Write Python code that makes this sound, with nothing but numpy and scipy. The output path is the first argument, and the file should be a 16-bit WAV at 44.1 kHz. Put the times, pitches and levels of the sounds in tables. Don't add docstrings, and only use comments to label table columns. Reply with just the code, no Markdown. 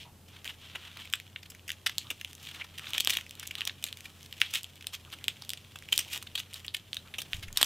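import sys
import numpy as np
from scipy import signal
from scipy.fft import rfft, irfft, next_fast_len
from scipy.io import wavfile
from scipy.ndimage import map_coordinates

SR = 44100
rng = np.random.default_rng(int(sys.argv[2]) if len(sys.argv) > 2 else 0)


def makeup_ratio(level_db):
    decades = np.asarray(level_db, float) / 20
    return 10 ** decades


def store_wav(level_fs):
    pcm = np.round(np.clip(np.atleast_2d(level_fs), -1, 1) * 32767)
    wavfile.write(sys.argv[1], SR, pcm.T.astype(np.int16))


N = 337362

# start in seconds, energy of the film's ring in dB, ring pitch in Hz,
# crack over the ring in dB, nominal length of the tear in ms.
SNAPS = [(.4451, -21.5, 2950, -1, .46), (.4514, -14.5, 3150, -7, 8.4), (0.463, -24, 3000, -8, 3.7),
         (.477, -11.5, 3200, -13, 0.92), (0.4918, -12.5, 2700, -14, 6.7), (.5006, -19.5, 2780, -15, 6.7),
         (0.7501, -11, 2800, -15.5, 6.7), (0.7565, -14, 2630, -13, 0.96), (0.971, -20, 3140, -8, 1.7),
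         (1.0186, -23.5, 3000, -17, 2.7), (1.0517, -22, 3100, -7, 3.7), (1.1007, -29, 3250, -2, .6),
         (1.1262, -19, 3200, -1, 2.5), (1.1366, 1.1, 2650, -9, 0.93), (1.1548, -22, 3220, 0, 1.6),
         (1.2, -18.5, 3200, -8, 0.85), (1.3606, -11, 2790, -26, 1.9), (1.5008, -28.5, 3430, 9, 4),
         (1.549, -26, 2290, -4, 1.4), (1.595, -29.5, 3020, -16, 0.96), (1.6788, -19.5, 2880, -1, 2.4),
         (1.6806, -20, 2470, -3, 3.2), (1.6925, -11.5, 2750, -7.5, 1.2), (1.7033, -7, 2800, -13, 1.2),
         (1.7177, -14.5, 2760, -1.7, 0.41), (1.8618, 2, 2870, -6.5, 5.1), (1.8739, -15, 3100, 3, .26),
         (1.895, -12, 2940, -7.5, 2.2), (1.9823, -2.5, 4280, -4.5, 0.37), (2.045, -31, 2900, -7, .8),
         (2.0696, -24, 2980, -17, 0.55), (2.1025, -12.5, 3050, -18, 0.72), (2.1042, -8, 2820, -5.5, 2),
         (2.109, -11, 2760, -6, 4), (2.2122, -14, 2700, -8, 2.3), (2.2475, -10, 3020, -11.5, .28),
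         (2.3313, -26, 2640, 1, 0.52), (2.3517, -32, 3780, 8, .2), (2.4273, -29, 3210, 2.5, 4.1),
         (2.4518, -24, 2900, -6, .71), (2.4724, -17.5, 3220, -35, 0.43), (2.6109, -11, 2240, -26, 6.8),
         (2.618, -16, 2520, -28, 1.5), (2.7784, -13.5, 3030, -5.5, 5.9), (2.795, -15.5, 2560, -10, 0.32),
         (2.8435, -18.5, 2450, -33, 0.52), (2.8693, -13, 2880, -27, 1.8), (2.8887, -27, 3090, 1, 9),
         (2.9056, -21, 3430, -1, .97), (2.9341, -6, 3200, -11.5, .55), (2.941, -14, 3040, -6, 3.8),
         (2.948, -7, 3020, -17, 2), (2.98, -1.5, 3300, -6, 1.9), (3.001, -5, 3250, -7, 0.41),
         (3.0047, -1.5, 3150, -2, 1.9), (3.048, -12.5, 3240, 5.5, 0.52), (3.0572, -14, 2860, -24, 2),
         (3.0733, 2.5, 3130, -7, .21), (3.097, -4, 2880, -4, 0.83), (3.0997, -0.5, 3140, -3, 4.5),
         (3.1062, -12, 3200, -3, 3.2), (3.1227, -9, 3300, -21, 5), (3.1335, -8, 3200, -11, 1.5),
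         (3.138, -11, 2860, -3, 2.1), (3.1515, -11, 3330, -12, 2.3), (3.1698, -1, 3340, -8.5, 2.6),
         (3.185, -14, 2560, -13, 3.3), (3.2105, -17.5, 2810, -7, 1.8), (3.265, -23.5, 2600, -10, 0.66),
         (3.2943, -25, 3600, -2.5, .3), (3.3094, -20.5, 3200, -1, 0.3), (3.3531, -27.5, 3600, -1, .32),
         (3.3973, -22, 3330, 6, .3), (3.4283, -16.5, 2520, -5, 4.2), (3.4707, -39, 3350, 19, .27),
         (3.4746, -20.5, 3720, 6.5, 0.41), (3.5095, -10.5, 2950, -11, 2.6), (3.5533, -10.5, 3060, -9.5, .3),
         (3.5786, -13.5, 3150, -11, 9.1), (3.6081, -7, 2940, -13.5, .38), (3.617, -5.5, 3040, -24, 1.5),
         (3.6526, -16, 3700, 3.5, 0.87), (3.6696, -9.5, 3050, -9, 6), (3.675, -7, 3160, -2, 0.67),
         (3.6954, -9.5, 3000, -35, 1.4), (3.825, -19.5, 3150, -4, 3.9), (3.84, -6.5, 3260, 0, 1.5),
         (3.8644, -16, 3200, -3, 7.9), (3.886, -18, 3120, -9, 3.6), (3.9273, -13, 3180, -9, .32),
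         (3.972, -24, 3060, -1, 0.91), (4.0068, -24, 3100, -1, .32), (4.053, -16.5, 3100, -10, 5.2),
         (4.229, -28, 3200, 1, 1.8), (4.261, -27.5, 3300, -1, .6), (4.3264, -15, 2940, -8, 1.4),
         (4.4, -20, 3050, -2, 4.2), (4.413, -28, 3410, 11, .25), (4.4162, 7, 2730, -15, 0.41),
         (4.4446, -18, 2860, -22, 6), (4.5376, -8, 3050, -1, 2.2), (4.548, -12, 3140, -0.5, 1.7),
         (4.6322, -27, 3060, 9, 0.61), (4.6435, -14, 3230, -9, 0.78), (4.757, -35, 3650, 4, .4),
         (4.809, -23.5, 2730, -6.5, 2.1), (4.825, -23, 3030, -8, 1.5), (4.844, -24, 2700, -14, .8),
         (4.8694, -9.5, 3580, -1, .99), (5.05, -26.5, 3200, -11, .4), (5.102, -31.5, 2620, -4, 0.82),
         (5.12, -27.5, 3200, -5, .8), (5.124, -14, 3030, -9, 9.1), (5.137, -20, 3080, -5, 2.7),
         (5.187, -27.5, 2340, -7, 1), (5.2418, -13.5, 3230, -6, 0.47), (5.282, 1, 2870, -9, 0.6),
         (5.421, -17.5, 4220, -7.5, 1.8), (5.4495, -26, 3500, -2, .8), (5.4931, -13.5, 3400, 2, .3),
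         (5.5034, -11, 3280, -2.5, .28), (5.5172, -29, 3830, 1.5, .4), (5.5343, -12, 2850, -2.5, 0.29),
         (5.574, -20, 3180, -9, 2.8), (5.7571, -18, 2650, -6.5, 4.2), (5.7881, -26, 3500, -0.5, .33),
         (5.824, -25, 2410, -6, 0.67), (5.8873, -16.5, 2870, -12.5, 2), (5.9239, 5.5, 3100, -10.5, 3.7),
         (5.936, -11, 2900, -6, 2.9), (5.978, -1.5, 3530, 2, .17), (5.959, -21, 2960, 5, 3.1),
         (5.9898, -4, 3000, 2.1, 3.9), (6.0035, -12.5, 3150, -7, 6.4), (6.1, -24, 2520, -4, 4.5),
         (6.1286, -20.5, 2920, 0.5, 2.5), (6.1566, -18, 3470, -2, 13), (6.17, -23, 3200, -6, 1.5),
         (6.176, -15, 3340, -2.5, 1.3), (6.2256, -20, 3400, 1, 3), (6.2715, -17, 3460, -20, 2.4),
         (6.3529, -3, 3320, -10, 4), (6.3769, -9, 3210, -10.5, 2.5), (6.3837, -11, 3470, -9, 2.6),
         (6.3903, -17, 3470, -11, 4.1), (6.401, -10, 2960, -13, 0.93), (6.5288, -22.5, 3070, -12, 1.5),
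         (6.5357, -27, 3390, 5, .69), (6.542, -15.5, 4170, -3.5, 1.6), (6.645, -17.5, 3070, -9, 7.5),
         (6.665, -29.5, 3340, 4, 1.1), (6.6814, -9.5, 3620, -21, 0.53), (6.7407, -23, 3320, -5, 1.1),
         (6.7449, -3.5, 3000, -9, 3.1), (6.7664, -18, 3140, -3, 2.5), (6.931, -8, 3170, -13, 0.41),
         (6.945, -19, 3450, 0.5, .27), (6.9683, -7.5, 3400, -13.5, 1.4), (7.075, -30, 3400, -9, 1.5),
         (7.083, -29.5, 2500, -14, 1.4), (7.1395, -12, 2820, -17, 4.5), (7.156, -25, 3000, -12, 3),
         (7.1829, -6.5, 2970, -6.5, 6.8), (7.2024, -16.5, 3540, -6, 3.9), (7.2176, -13.5, 3370, -0.5, 2.6),
         (7.319, -38, 3200, -18, 1.5), (7.3325, -3.5, 2800, -16, 0.31), (7.343, -16, 3460, -7.5, 3.3),
         (7.4251, -14, 3070, -6.5, 9.9), (7.481, -21, 2550, -8, 4), (7.528, -29.5, 3140, 9.5, 1.1),
         (7.5724, 0.9, 3440, -.5, 2.1), (7.5809, -19, 2940, 5, 1), (7.6139, -4.5, 2960, 1, 1.8),
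         (7.617, -5, 3670, -7, 2.1), (7.6288, 8, 3250, -5, 0.8), (7.6444, -21, 3380, 12, 1.5)]
# frequency in Hz, relative density in dB per Hz.
FIZZ = [(3000, -63.5), (4800, 15.5), (8000, 14), (11000, 8), (12700, 12.5), (15500, 4.5), (16500, -12),
        (17000, -75.5)]
# frequency in Hz, relative density in dB per Hz.
CORD = [(120, -73.5), (250, 3), (500, 1), (800, 7.5), (1300, 13), (1900, 10.5), (3000, -43.5)]


def unit(x):
    return x / np.sqrt(np.mean(x ** 2) + 1e-20)


def along(points, hz):
    f, v = np.transpose(points)
    return np.interp(np.log(hz + 1), np.log(f + 1), v)


def wobble(rate_hz):
    knots = rng.standard_normal(int(N * rate_hz / SR) + 4)
    return map_coordinates(knots, [np.arange(N) * rate_hz / SR])


def kernel(spectrum, size=4096):
    gain = makeup_ratio(along(spectrum, np.fft.rfftfreq(size, 1 / SR)))
    cepstrum = irfft(np.log(gain + 1e-4))
    cepstrum[1:size // 2] *= 2
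    cepstrum[size // 2 + 1:] = 0
    return irfft(np.exp(rfft(cepstrum)))[:size // 4]


def coloured(spectrum):
    m = next_fast_len(N)
    gain = makeup_ratio(along(spectrum, np.fft.rfftfreq(m, 1 / SR)))
    return unit(irfft(rfft(rng.standard_normal(m)) * gain, m)[:N])


def background():
    # frequency in Hz, relative density in dB per Hz.
    air_colour = [(15, -48), (25, -15), (45, -17.5), (88, -14), (115, -7), (330, -19), (550, -22.5),
                  (1500, -30), (6000, -34.5), (15000, -36.5), (16000, -65)]
    hum_hz = 88.8 + 2.71 * wobble(8.3)
    hum_rms_db = -59.5 + 0.9 * wobble(15)
    hum = np.sqrt(2) * makeup_ratio(hum_rms_db) * np.sin(2 * np.pi * np.cumsum(hum_hz) / SR)
    air_rms_db = -58.5 + 1.2 * wobble(2.5)
    return makeup_ratio(air_rms_db) * coloured(air_colour) + hum


def film(hz):
    # multiple of the pitch, relative level in dB.
    ring_shape = [(.2, -56), (.3, -36.5), (0.499, -10), (0.719, 2.5), (1.002, 8.5), (1.349, -2.5),
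                  (2, -42.5), (3, -72)]
    return kernel([(k * hz, db) for k, db in ring_shape])


def activity():
    # peak in seconds, film crackle in dB,
    # time to fall 10 dB in seconds (5 ms at least), fizz over the crackle in dB, rubbing over it in dB.
    pull_rows = [(.008, -46, 0.0356, -14, -24), (.285, -48.5, 0, -6, -17), (.35, -51, 0.04, -14, -9.5),
                 (.5, -50, 0.05, -7.5, -7.5), (.64, -49, 0.06, -13, -13), (.705, -54, 0.07, -14, -7),
                 (.82, -50.5, 0.12, -11.5, -7.5), (.9, -55, 0.18, -14.5, -6), (1.01, -46, 0.07, -10, -7.5),
                 (1.432, -47.5, -0.18, -10, -13), (1.46, -47, -0.1, -11, -11), (1.52, -58, -0.55, -4, -5),
                 (1.59, -66, 0.26, -17, -7), (1.7, -49, -0.01, 4, -20), (2.06, -56.5, 0.24, -5.5, -20),
                 (2.3, -52, 0.02, -3, -10.5), (2.446, -50.5, 0.08, -5, -10.5),
                 (2.489, -49.5, 0.07, -11.5, -12), (2.566, -47, 0.05, -8.5, -6),
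                 (2.606, -43, 0.01, -19, -12), (2.648, -47, -0.1, -6, -1), (2.8, -58.5, 0.23, -19, -9),
                 (2.88, -45.5, 0.11, -9, -12), (2.962, -41.5, 0.0153, -12, -10),
                 (3.12, -43.5, 0.0455, -3, -15), (3.43, -51.5, 0.11, -13, -13), (3.6, -50.5, 0.09, -12, -7),
                 (3.85, -46, -0.21, 1, -1), (4.07, -61.5, 0.5, -4, -6), (4.24, -64, 1, -2.5, -30),
                 (4.34, -46, -0.05, -12, -16), (4.47, -48.5, 0.08, -18, -29), (4.51, -44.5, -0.09, 0, -20),
                 (4.559, -38.5, 0.0119, -6.5, -14), (4.942, -39, 0.0044, -4.5, -17),
                 (5.14, -63.5, -0.6, -6, -4), (5.4, -63.5, 4.5, -14, -13), (5.51, -60.5, 0.8, -6.5, -11),
                 (5.83, -54.5, .04, -9, -13), (5.942, -45.5, .018, -4, -16), (6.01, -47, 0.1, -5, -22),
                 (6.138, -40.5, 0.0146, -4, -14), (6.27, -46, -0.02, -7, -2.5), (6.4, -43, -0.14, 0, -13),
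                 (6.568, -49.5, 0.05, -4, -9), (6.69, -56, -0.02, -12, -25), (6.95, -72, 0.05, 12, -16),
                 (7.05, -64.5, 0.6, -17, -8), (7.2, -46, -0.01, 1, -23), (7.352, -53, 0.05, 0.5, -6),
                 (7.46, -57.5, -0.1, -9, -9), (7.629, -42.5, 0.0451, -7, -9.5)]
    # film, fizz and rubbing in dB.
    holding_on_db = (-76.5, -77, -98.5)
    rise_share = 0.83
    hard_db, hold_per_db = -45.5, 0.2925
    after_db, after_t60_s = -50, 0.51
    after_fizz_db, after_rub_db = -10.5, -16

    t = np.arange(0, N, 32) / SR
    peak_s, film_db, fall_s, fizz_db, rub_db = np.transpose(pull_rows)[:, :, None]
    late = (t - peak_s) / np.maximum(fall_s, .005)
    hold = hold_per_db * np.maximum(film_db - hard_db, 0)
    distance = np.where(late > 0, late, -late / rise_share)
    pull_db = film_db - 10 * np.maximum(distance - hold, 0)

    snap_s, snap_db = np.transpose(SNAPS)[:2, :, None]
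    dying_db = snap_db + after_db - 60 * np.abs(t - snap_s) / after_t60_s
    after_power = np.sum((t > snap_s) * makeup_ratio(dying_db) ** 2, axis=0)

    gains = []
    for rest_db, pull_over_db, after_over_db in zip(
            holding_on_db, (0, fizz_db, rub_db), (0, after_fizz_db, after_rub_db)):
        pull_power = np.sum(makeup_ratio(pull_db + pull_over_db) ** 2, axis=0)
        power = makeup_ratio(rest_db) ** 2 + pull_power + after_power * makeup_ratio(after_over_db) ** 2
        gains.append(np.interp(np.arange(N) / SR, t, np.sqrt(power)))
    return gains


def crackle():
    film_gain, fizz_gain, rub_gain = activity()
    size_db = np.minimum(4 * rng.exponential(size=N) + 5 * wobble(90) + 3.7 * wobble(250), 21)
    hits = rng.random(N) < 4000 / SR
    slips = unit(hits * rng.standard_normal(N) * makeup_ratio(size_db))
    skin = rng.standard_normal((2, N))

    def heard(x, k):
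        return unit(signal.fftconvolve(x, k)[:N])

    rustle = slips + (0.58 + film_gain / makeup_ratio(-32)) * skin[0]
    rub = heard(0.59 * slips + skin[1] * makeup_ratio(3.0 * wobble(30)), kernel(CORD))
    large_patches = heard(rustle, film(3200))
    small_patches = makeup_ratio(-13) * heard(rustle[::-1], film(5380))
    fizz = heard(rustle, kernel(FIZZ))
    return film_gain * (large_patches + small_patches) + fizz_gain * fizz + rub_gain * rub


def room(x):
    # frequency in Hz, t60 in seconds.
    echo_t60 = [(300, 0.19), (1500, 0.12), (3200, 0.12), (6000, 0.15), (15000, 0.057)]
    step, out = SR // 10, np.zeros(N + SR)
    for start in range(0, N, step):
        hz, t, z = signal.stft(rng.standard_normal(SR // 2), SR, nperseg=256)
        decay_db = -60 * t / along(echo_t60, hz)[:, None]
        tail = signal.istft(z * makeup_ratio(decay_db), SR, nperseg=256)[1]
        wet = signal.fftconvolve(x[start:start + step], tail / np.linalg.norm(tail))
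        out[start + 60:][:len(wet)] += wet
    return out[:N]


def slides():
    # start in seconds, length in seconds, rms before the swell in dB, pitch in Hz.
    slide_rows = [(0.048, 0.063, -57.5, 930), (2.039, 0.063, -60, 1200), (5.047, .05, -59.5, 1300),
                  (5.2, .04, -59, 2000), (6.052, .05, -59, 890), (7.043, .06, -61, 1300)]
    out = np.zeros(N + SR)
    for (start_s, length_s, db, hz), noise in zip(slide_rows, rng.standard_normal((len(slide_rows), SR // 4))):
        u = np.clip(np.arange(len(noise)) / SR / length_s, 0, 1)
        swell = np.sin(np.pi * u ** .7)
        out[round(start_s * SR):][:len(u)] += makeup_ratio(db) * unit(np.convolve(noise, film(hz))[:len(u)]) * swell
    return out[:N]


def snaps():
    t = np.arange(2048) / SR
    thud, crack, out = kernel(CORD), kernel(FIZZ), np.zeros(N + 2 * len(t))
    for (start_s, ring_db, hz, crack_db, tear_ms), chance in zip(
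            SNAPS, rng.standard_normal((len(SNAPS), 2, len(t)))):
        u = 1000 * t / np.maximum(tear_ms - .35, .02)
        slips = chance[0] * (chance[1] > 1.3)
        volley = slips * (u + 0.19) * np.exp(-1.4 * u ** 1.08)
        volley[0] = 1.54 / (1 + tear_ms / 1.2)
        bounce = 8 + int(6 * abs(chance[0, 0]))
        volley[bounce:] += .5 * volley[:-bounce].copy()
        thud_db = -26.5 + 1.53 * tear_ms - 2 * chance[1, 0]
        levels_db = (ring_db, ring_db + thud_db, ring_db + crack_db)
        for db, k in zip(levels_db, (film(hz), thud, crack)):
            part = signal.fftconvolve(volley, k)[:len(t)]
            out[round(start_s * SR):][:len(t)] += makeup_ratio(db) * part / np.linalg.norm(part)
    return out[:N]


def knocks():
    # start in seconds, energy in dB.
    knock_rows = [(0.7513, -24), (0.758, -20), (0.969, -26.5), (1.8628, -22), (1.895, -24), (2.1112, -19),
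                  (2.7941, -25), (2.948, -20), (3.057, -26), (3.0735, -9.5), (3.0965, -21), (3.1681, -21.5),
                  (3.186, -23), (3.4296, -24.5), (4.5406, -32), (5.137, -28), (5.422, -29.5),
                  (5.7581, -21.5), (5.9897, -19), (6.2253, -26), (7.218, -24.5), (7.505, -33.5),
                  (7.5866, -21), (7.6133, -7.5), (7.6288, -5)]
    out, thud = np.zeros(N + SR), kernel(CORD)
    for (start_s, db), chance in zip(knock_rows, rng.standard_normal((len(knock_rows), 256))):
        contact = chance * np.exp(-np.arange(len(chance)) / SR / 0.00055)
        knock = np.convolve(contact, thud)
        out[round(start_s * SR):][:len(knock)] += makeup_ratio(db) * knock / np.linalg.norm(knock)
    return out[:N]


def bump():
    # start in seconds, level before onset and decay in dB, pitch in Hz, t60 in seconds.
    jolt_rows = [(7.317, -50, 105, 0.18), (7.345, -34, 83, 0.091), (7.335, -45, 23.8, 0.42),
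                 (7.383, -34, 95, 0.076), (7.437, -41, 87.5, 0.18), (7.475, -40.5, 22, 0.48),
                 (7.505, -46, 60, 0.098), (7.528, -48, 109, 0.088)]
    t, out = np.arange(SR // 2) / SR, np.zeros(N + SR)
    for start_s, db, hz, t60_s in jolt_rows:
        onset = 1 - np.exp(-t / 0.0011)
        out[round(start_s * SR):][:len(t)] -= makeup_ratio(db - 60 * t / t60_s) * np.sin(2 * np.pi * hz * t) * onset
    return out[:N]


def scene():
    tape = snaps() + knocks() + slides() + crackle()
    mid = tape + makeup_ratio(-13.0) * room(tape) + background() + bump()
    return np.array([mid, mid])


def top_cut(x):
    return signal.sosfilt(signal.butter(12, 16980, fs=SR, output="sos"), x)


def record(dry):
    # frequency in Hz, relative density in dB per Hz.
    self_noise_colour = [(18, -31), (30, -9.5), (200, -19.5), (1000, -25), (3000, -30), (15400, -27.5),
                         (16000, -68)]
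    side = makeup_ratio(-69.0) * coloured(self_noise_colour)
    mix = np.clip(dry + [side, -side], -1, 1)
    return top_cut(mix)


dry = scene()
out = record(dry)
store_wav(out)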